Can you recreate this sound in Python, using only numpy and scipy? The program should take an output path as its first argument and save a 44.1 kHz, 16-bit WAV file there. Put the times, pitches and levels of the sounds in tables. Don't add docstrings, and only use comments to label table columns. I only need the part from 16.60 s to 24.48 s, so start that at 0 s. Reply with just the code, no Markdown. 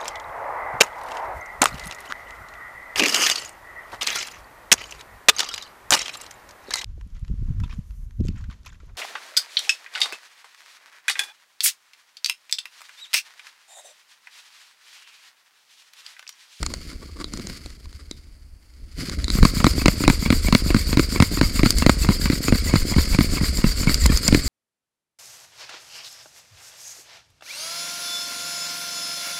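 import sys
import numpy as np
from scipy import signal
from scipy.fft import rfft, irfft
from scipy.io import wavfile

SR = 44100
rng = np.random.default_rng(int(sys.argv[2]) if len(sys.argv) > 2 else 0)


def unload_audio(sound):
    columns = np.transpose(np.atleast_2d(sound))
    steps = np.round(np.clip(columns, -1, 1) * 32767)
    wavfile.write(sys.argv[1], SR, steps.astype(np.int16))


N = 347508
T = np.arange(N) / SR

# knock_s, thump_db, clack_db, rebound_delay_s, rebound_clack_db, rock_clack_db
TURNS = [(2.828, -7.5, -19, 0.023, -15, -31.5), (3.043, -10.5, -15, .023, -17.5, -25),
         (3.258, -10.5, -15, .023, -14, -29.5), (3.478, -8.5, -13, .021, -18, -25),
         (3.703, -12.5, -19.5, .022, -23.5, -26), (3.925, -11.5, -18, .024, -14, -25),
         (4.145, -11.5, -22, 0.018, -28, -24.5), (4.371, -11.5, -20.5, .023, -20, -25),
         (4.601, -9.5, -17.5, .022, -15.5, -29), (4.812, -12.5, -19.5, 0.018, -33, -28),
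         (5.032, -9.5, -22, .027, -20, -23), (5.263, -8.5, -16.5, .031, -12.5, -22.5),
         (5.488, -11, -22, 0.016, -37, -28), (5.699, -15.5, -25.5, .031, -38, -24.5),
         (5.923, -10, -24.5, 0.029, -48, -23), (6.137, -12, -24.5, .019, -24.5, -32),
         (6.362, -13.5, -34.5, 0.02, -27.5, -32), (6.587, -10, -22.5, 0.02, -23, -23.5),
         (6.811, -18, -36, 0.021, -47, -32), (7.041, -10.5, -26, 0.023, -50, -40),
         (7.271, -12.5, -27.5, .022, -44, -32), (7.498, -15, -39, 0.023, -51, -23.5),
         (7.725, -9, -24, .021, -15.5, -22.5)]
# centre_hz, width_hz, lift_db
BODY = [(812, 174, -6.5), (1290, 910, 8.5), (2145, 436, 8.5), (4500, 816, 12.5), (5062, 750, 8),
        (7075, 290, 5), (12300, 270, 4), (13000, 600, -5), (15600, 400, -4)]
# frequency_hz, density_db
CUT_SPECTRUM = [(300, -1), (900, -31), (2000, -2.5), (3300, 2), (4500, -1), (6000, 3), (7500, 8.5),
                (9500, 3), (11000, 0), (13500, 5.5), (14700, -2), (16000, 0)]
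DRAG_SPECTRUM = [(150, -30), (450, 9), (800, -10), (1400, -2.5), (2500, 0.5), (3400, -0.5), (4700, 0.5),
                 (6000, -1), (9000, 0.5), (12000, -9.5), (16000, -46)]
CLACK_SPECTRUM = [(200, -1.5), (500, 7.5), (1000, 3), (1700, -4), (2600, 2), (3800, -6.5), (5000, -23),
                  (9000, -49), (16000, -14)]
TICK_SPECTRUM = [(500, 8), (2500, -15.5), (3900, 9.5), (4700, -4), (6200, 7), (9000, 2), (12000, -18),
                 (16000, -26)]
FRAME_SPECTRUM = [(600, -19), (1300, 2), (2250, 1.5), (3000, -18), (4000, 5), (7000, -43)]
TAP_SPECTRUM = [(100, 3), (300, 13.5), (700, -9.5), (1300, -8), (2900, -8.5), (4000, 5.5), (4700, -10.5),
                (6200, -4.5), (9000, -8.5), (16000, -44)]
SNAG_SPECTRUM = [(1500, -6), (3000, -1), (4500, 2.5), (7000, 10.5), (9500, 4.5), (16000, -7)]
GROAN_SPECTRUM = [(100, -10.5), (320, 0.5), (500, -7), (800, -23), (1150, -4), (1600, -34.5), (4000, -43)]
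RUSTLE_SPECTRUM = [(300, 10), (800, -11), (1300, -1.5), (3200, 4.5), (4700, -1.5), (6000, 2.5),
                   (9500, -1.5), (12000, -6), (16000, -14)]
RUB_SPECTRUM = [(40, -7.5), (110, 2.5), (280, 1), (400, -8), (700, -19), (1500, -69), (4000, -89)]
RUMBLE_SPECTRUM = [(8, -21), (22, -3), (36, 2), (52, -3.5), (72, -1), (110, -21), (180, -29), (400, -62),
                   (1500, -71)]
AIR_SPECTRUM = [(59, -14), (100, -33), (119, -7), (202, -20), (328, -10), (358, -18), (801, -22),
                (2170, -22), (2800, -25), (3940, -33), (4570, -15), (5650, -28), (9610, -26), (15000, -35),
                (16000, -35)]
# start_s, thump_db, clack_db, tick_db
CASE_TICKS = [(0.029, -42, -30.5, -22.5), (0.063, -43, -34.5, -20), (0.138, -53, -38, -24),
              (0.736, -32, -41.5, -29), (0.773, -37, -49, -32), (0.796, -32, -43, -36.5),
              (0.87, -40, -45, -29), (0.898, -38, -42, -37), (1.06, -44.5, -46, -35.5),
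              (1.102, -59, -58, -44), (1.256, -64, -52, -46), (1.328, -62, -57, -45),
              (2.496, -43, -37, -26)]
# start_s, level_db (over 10 ms)
TAPS = [(.643, -29), (1.5119, -30.5), (2.643, -26), (2.681, -25), (2.702, -20.5)]
# pitch_hz, relative_level_db, t60_s
STEEL = [(3640, 2, 0.21), (4020, 4, 0.062), (3920, 13, 0.079)]
# start_s, level_db (over 10 ms)
SNAGS = [(5.105, -15), (5.184, -21.5), (6.972, -27), (7.343, -17), (7.461, -18.5), (7.5729, -20.5),
         (7.679, -13)]
# start_s, length_s, scrape_db, groan_db
CREAKS = [(0.101, 0.025, -48, -36), (.29, 0.056, -42, -42), (0.411, 0.034, -46.5, -39),
          (0.485, .02, -58, -46), (.555, 0.029, -49, -42), (0.585, 0.046, -38, -34),
          (1.389, 0.033, -46.5, -48.5), (2.514, 0.031, -35, -36), (2.584, 0.026, -33.5, -36.5)]
# time_s, rustle_db, rub_db
HANDLING = [(0.0, -44.5, -39), (0.13, -43.5, -43), (0.36, -50.5, -47), (0.54, -54, -51), (0.7, -51, -44.5),
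            (0.78, -46, -37.5), (0.91, -45, -41.5), (1.08, -50.5, -53), (1.24, -58.5, -56),
            (1.45, -58, -57.5), (1.84, -66.5, -62.5), (1.95, -72, -65), (2.11, -66, -71), (2.23, -61, -54),
            (2.33, -56, -56)]
# time_s, rumble_db
SHAKE = [(0.0, -22.5), (0.15, -35.5), (2.06, -46.5), (2.83, -17), (2.98, -23.5), (7.81, -20), (7.88, -24)]
# frequency_hz, t60_s
ROOM = [(200, 0.15), (2000, 0.68), (6000, 1), (15000, 0.34)]

AIR_DB = -63
TOOTH_HZ = 3706
EDGE_HZ = 15850
FIRST_PUSH_S, LAST_PULL_END_S, LAST_PUSH_END_S = 2.698, 7.821, 7.94
CASE_LAG_S = .009
PUSH_SHARE = 0.49
RASP_DB, RASP_GROWTH_DB_PER_S, RASP_SPREAD_DB = -34.5, 0.52, 0.53
HARD_DB, HARD_TICK_DB, TICK_SLOPE = -15.5, -17, 1.4
REBOUND_THUMP_DB, REBOUND_THUMP_SLOPE = -11, 0.35
SHIFT_S, SHIFT_SCATTER_S = .077, 0.00299
SHIFT_THUMP_DB, SHIFT_CLACK_DB, SETTLE_DB_PER_S = -19.5, -34, 3
ROCK_S, ROCK_SCATTER_S, ROCK_THUMP_OVER_CLACK_DB = .0415, .0015, 5
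GRIP_S, GRIP_ATTACK_S, GRIP_RUSTLE_DB, GRIP_RUB_DB, GRIP_EASE_DB_PER_S = 2.36, 0.043, -37, -32, 35


def gain_of(db):
    return 10 ** (np.asarray(db) / 20)


def evened(x):
    return x / np.sqrt(np.mean(x ** 2) + 1e-20)


def read(points, hz):
    f, value = np.transpose(points)
    return np.interp(np.log(hz + 1), np.log(f + 1), value)


def add(mix, s, sound):
    part = mix[max(round(s * SR), 0):][:len(sound)]
    part += sound[:len(part)]


def wander(rate_hz, size=2 ** 15):
    t = np.linspace(0, T[-1], size)
    hz = np.fft.rfftfreq(size, t[1])
    spectrum = rfft(rng.standard_normal(size)) / (1 + (hz / rate_hz) ** 4)
    return np.interp(T, t, evened(irfft(spectrum)))


def response(points, lifts=(), size=2048):
    hz = abs(np.fft.fftfreq(size, 1 / SR))
    db = read(points, hz)
    db = db + sum(lift * 2 ** -(2 * (hz - f) / width) ** 2 for f, width, lift in lifts)
    log_gain = db * np.log(10) / 20
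    return np.fft.ifft(np.exp(signal.hilbert(log_gain).conj())).real[:size // 2]


def colour(x, points, lifts=(), size=2048):
    return evened(signal.oaconvolve(x, response(points, lifts, size))[:N])


def grains(per_s, spread_db):
    sizes = gain_of(spread_db * np.minimum(rng.exponential(1, N), 4))
    signs = rng.choice([-1, 1], N)
    return evened(sizes * signs * (rng.random(N) < per_s / SR))


def burst(shape, decay_s, rattle=0.075, rattle_s=0.002, size=1200):
    t = np.arange(size) / SR
    decay = np.exp(-t / decay_s) + rattle * decay_s / 0.0044 * np.exp(-t / rattle_s)
    contact = (1 - np.exp(-t / 0.00099)) * decay
    sound = signal.fftconvolve(rng.standard_normal(size) * contact, shape)
    return sound * np.sqrt(SR / 100 / np.sum(sound ** 2))


def thump(hz, sway_hz=110, sway=0.43, decay_s=0.0039, sway_decay_s=0.0062, size=3000):
    t = np.arange(size) / SR
    bounce = np.sin(2 * np.pi * hz * t) * np.exp(-t / decay_s)
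    slow = sway * np.sin(2 * np.pi * sway_hz * t) * np.exp(-t / sway_decay_s)
    sound = (slow - bounce) * (1 - np.exp(-t / 0.001))
    return sound * np.sqrt(SR / 100 / np.sum(sound ** 2))


def saw(cut_db=2.5, drag_db=-2.0, pull_drag_db=1, judder_db=0.0, chatter_db=-2):
    progress, force, stroke = blade()
    speed, pull = np.sin(np.pi * progress), stroke % 2
    bite = teeth(speed, stroke)

    chips = .52 * bite + .4 * squeaks(900, 3200, 15000) + .7 * grains(16000, 2)
    cut = colour(chips * gain_of(2.56 * wander(430)), CUT_SPECTRUM, BODY)
    cut = cut * speed ** 1.45 * gain_of(cut_db)

    catches = .3 * bite + .22 * squeaks(500, 1200, 8500) + .9 * grains(6500, 3)
    drag = colour(catches * gain_of(2.3 * wander(70)), DRAG_SPECTRUM, BODY)
    drag = drag * (0.68 + 0.71 * speed) * gain_of(drag_db + pull_drag_db * pull)

    from_turn = progress + pull - 1
    slips = colour(grains(3000, 3) + .6 * squeaks(260, 1800, 4300), CLACK_SPECTRUM, BODY)
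    slips = slips * evened(gain_of(9 * np.tanh(wander(65))))
    near_turn = np.exp(-(from_turn / 0.43) ** 2)
    chatter = slips * near_turn * (0.19 + 1.95 * speed) * gain_of(chatter_db)

    judder = colour(grains(400, 5.7), RUB_SPECTRUM) * gain_of(judder_db + 3.8 * np.tanh(wander(31)))
    return force * (cut + drag + chatter + judder + squeal(progress, stroke))


def blade():
    far = np.array(TURNS)[:, 0] - CASE_LAG_S
    near = far[1:] - PUSH_SHARE * np.diff(far)
    starts = np.sort(np.r_[FIRST_PUSH_S, far, near, LAST_PULL_END_S, LAST_PUSH_END_S])
    place = np.interp(T, starts, np.arange(len(starts)))
    stroke = place.astype(int)
    spread_db = RASP_SPREAD_DB * rng.standard_normal(len(starts))[stroke]
    db = RASP_DB + RASP_GROWTH_DB_PER_S * (T - FIRST_PUSH_S) + spread_db
    return place % 1, gain_of(db) * (T > FIRST_PUSH_S), stroke


def teeth(speed, stroke):
    pace = 1 + .04 * rng.standard_normal(stroke.max() + 1)[stroke]
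    tooth_hz = TOOTH_HZ * pace * speed ** .4 * (1 + .014 * wander(350))
    turns = np.cumsum(tooth_hz) / SR
    tone = np.zeros(N)
    for k in range(1, 7):
        in_band = k * tooth_hz < EDGE_HZ
        tone += np.cos(2 * np.pi * k * turns) * in_band * gain_of(2 * wander(40))
    return evened(tone)


def squeaks(per_s, low_hz, high_hz, spread_db=5.5):
    out = np.zeros(N)
    for when, pitch, length, glide, luck in rng.random((int(per_s * T[-1]), 5)):
        u = np.linspace(0, 1, int(SR * (.01 + .022 * length)))
        hz = (low_hz + (high_hz - low_hz) * pitch) * (1 + .14 * (glide - .5) * u)
        size = gain_of(spread_db * min(-np.log(1 - luck), 3))
        tone = np.sin(2 * np.pi * np.cumsum(hz) / SR)
        add(out, when * T[-1], size * np.sin(np.pi * u) ** 2 * tone)
    return evened(out)


def squeal(progress, stroke, start_hz=8200, end_hz=6700, squeal_db=0.0, growth_db=2.4):
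    hz = start_hz + (end_hz - start_hz) * np.sqrt(progress) + 230 * wander(500) + 170 * wander(35)
    ragged = gain_of(4 * wander(40)) * np.sin(np.pi * progress)
    growth = gain_of(squeal_db + growth_db * (T - T[-1]))
    return np.sin(2 * np.pi * np.cumsum(hz) / SR) * ragged * growth * (stroke % 2 == 0)


def buzzes(buzz_db=-30, delay_s=0.021, rise_s=0.0033):
    swell, t = np.zeros(N), np.arange(SR // 10) / SR
    for (s, *_), chance in zip(TURNS, rng.standard_normal(len(TURNS))):
        pulse = t / rise_s * np.exp(1 - t / rise_s)
        add(swell, s + delay_s, gain_of(buzz_db + 2.9 * chance) * pulse)
    return swell * colour(grains(900, 5.2), FRAME_SPECTRUM, BODY)


def blows():
    rows = []
    chances = rng.standard_normal((len(TURNS), 2))
    for (s, low, mid, after_s, rebound, rock), chance in zip(TURNS, chances):
        settled = SETTLE_DB_PER_S * (s - FIRST_PUSH_S)
        shift_s = s - SHIFT_S + SHIFT_SCATTER_S * chance[0]
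        rock_s = s - ROCK_S + ROCK_SCATTER_S * chance[1]
        rebound_thump = REBOUND_THUMP_DB + REBOUND_THUMP_SLOPE * (rebound - HARD_DB)
        rows += [(shift_s, SHIFT_THUMP_DB - settled, SHIFT_CLACK_DB - settled),
                 (rock_s, rock + ROCK_THUMP_OVER_CLACK_DB, rock),
                 (s, low, mid),
                 (s + after_s, rebound_thump, rebound)]
    return [(s, low, mid, HARD_TICK_DB + TICK_SLOPE * (mid - HARD_DB)) for s, low, mid in rows]


def knocks(hits, thump_db=2.0, clack_db=0, tick_db=-5.0, shiver_db=-9, thump_hz=245):
    out = np.zeros(N)
    clack, tick = response(CLACK_SPECTRUM, BODY), response(TICK_SPECTRUM, BODY)
    frame = response(FRAME_SPECTRUM, BODY)
    for (s, low, mid, high), chance in zip(hits, 2 * rng.random((len(hits), 3)) - 1):
        add(out, s + 0.00094, gain_of(low + thump_db) * thump(thump_hz * (1 + 0.3 * chance[0])))
        add(out, s, gain_of(mid + clack_db) * burst(clack, 0.0018 * (1 + 0.077 * chance[1])))
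        add(out, s, gain_of(high + tick_db) * burst(tick, 0.0011))
        add(out, s, gain_of(mid + shiver_db + 2.1 * chance[2]) * burst(frame, 0.0019))
    return out


def rattles(hits, rattle_db=-14, bump_db=-11, soonest_s=.004, spread_s=.008):
    out, shape = np.zeros(N), response(CLACK_SPECTRUM, BODY) + response(FRAME_SPECTRUM, BODY)
    for (s, low, mid, _), gap in zip(hits, rng.random(len(hits))):
        when = s + soonest_s + spread_s * gap
        add(out, when, gain_of(mid + rattle_db) * burst(shape, 0.00074))
        add(out, when, gain_of(low + bump_db) * thump(253))
    return out


def heaves(heave_db=-3, heave_hz=62, decay_s=0.034):
    out, t = np.zeros(N), np.arange(SR // 10) / SR
    for (s, low, *_), chance in zip(TURNS, rng.uniform(-1.2, 1, len(TURNS))):
        wobble = np.sin(2 * np.pi * heave_hz * (1 + 0.6 * chance) * t) * np.exp(-t / decay_s)
        add(out, s, gain_of(low + heave_db) * wobble)
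    return out


def clinks(ring_db=-22):
    out, t = np.zeros(N), np.arange(SR // 3) / SR
    ring = sum(gain_of(db - 60 * t / t60) * np.sin(2 * np.pi * hz * t) for hz, db, t60 in STEEL)
    for s, db in TAPS:
        add(out, s, gain_of(db) * burst(response(TAP_SPECTRUM, BODY), 0.00064))
        add(out, s, gain_of(db + ring_db) * ring)
    for s, db in SNAGS:
        add(out, s, gain_of(db) * burst(response(SNAG_SPECTRUM, BODY), 0.0014))
    return out


def creaks():
    out, slips = np.zeros(N), grains(2300, 4.7)
    scrape = evened(colour(slips, DRAG_SPECTRUM, BODY) + .5 * colour(slips, FRAME_SPECTRUM, BODY))
    groan = colour(slips, GROAN_SPECTRUM)
    for s, length_s, scrape_db, groan_db in CREAKS:
        swell = np.sqrt(np.hanning(int(length_s * SR)))
        part = slice(int(s * SR), int(s * SR) + len(swell))
        add(out, s, swell * (gain_of(scrape_db) * scrape[part] + gain_of(groan_db) * groan[part]))
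    return out


def handling(rustle_db=2, rub_db=1, release_s=0.04):
    s, high, low = np.transpose(HANDLING)
    held_s = np.maximum(T - GRIP_S, 0)
    grip = np.minimum(held_s / GRIP_ATTACK_S, 1) * gain_of(-GRIP_EASE_DB_PER_S * held_s)
    rustle_level = gain_of(np.interp(T, s, high) + rustle_db) + gain_of(GRIP_RUSTLE_DB) * grip
    rub_level = gain_of(np.interp(T, s, low) + rub_db) + gain_of(GRIP_RUB_DB) * grip
    rustle = colour(grains(6000, 4.4) * gain_of(3.0 * wander(32)), RUSTLE_SPECTRUM, BODY)
    rub = colour(grains(1100, 6.0), RUB_SPECTRUM)
    release = np.interp(T, [FIRST_PUSH_S, FIRST_PUSH_S + release_s], [1, 0])
    return (rustle * rustle_level + rub * rub_level) * release


def rumble(rumble_db=0, lumps_db=4.0):
    s, db = np.transpose(SHAKE)
    lumps = evened(gain_of(lumps_db * wander(19.3)))
    deep = colour(rng.standard_normal(N), RUMBLE_SPECTRUM, size=16384)
    return deep * lumps * gain_of(np.interp(T, s, db) + rumble_db)


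def workshop(x):
    after_gap = np.arange(SR) > .006 * SR
    taps = rng.choice([-1., 1.], SR) * (rng.random(SR) < 2500 / SR) * after_gap
    hz, t, z = signal.stft(taps, SR, nperseg=256)
    decay = gain_of(-60 * t / read(ROOM, hz)[:, None])
    tail = signal.istft(z * decay, SR, nperseg=256)[1]
    return signal.fftconvolve(x, tail / np.linalg.norm(tail))[:N]


def room_air():
    return gain_of(AIR_DB) * colour(rng.standard_normal(N), AIR_SPECTRUM)


def scene(saw_room_db=-16, near_room_db=-25):
    hits = CASE_TICKS + blows()
    sawing = saw() + buzzes()
    near = knocks(hits) + rattles(hits) + clinks() + creaks() + handling()
    room = workshop(gain_of(saw_room_db) * sawing + gain_of(near_room_db) * near)
    return (sawing + near + room + heaves() + rumble() + room_air())[None]


def record(dry):
    squashed = dry / (1 + dry ** 6) ** (1 / 6)
    low_pass = signal.firwin(401, EDGE_HZ, window=("kaiser", 8), fs=SR)
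    return signal.oaconvolve(squashed, low_pass[None], "same")


dry = scene()
out = record(dry)
unload_audio(out)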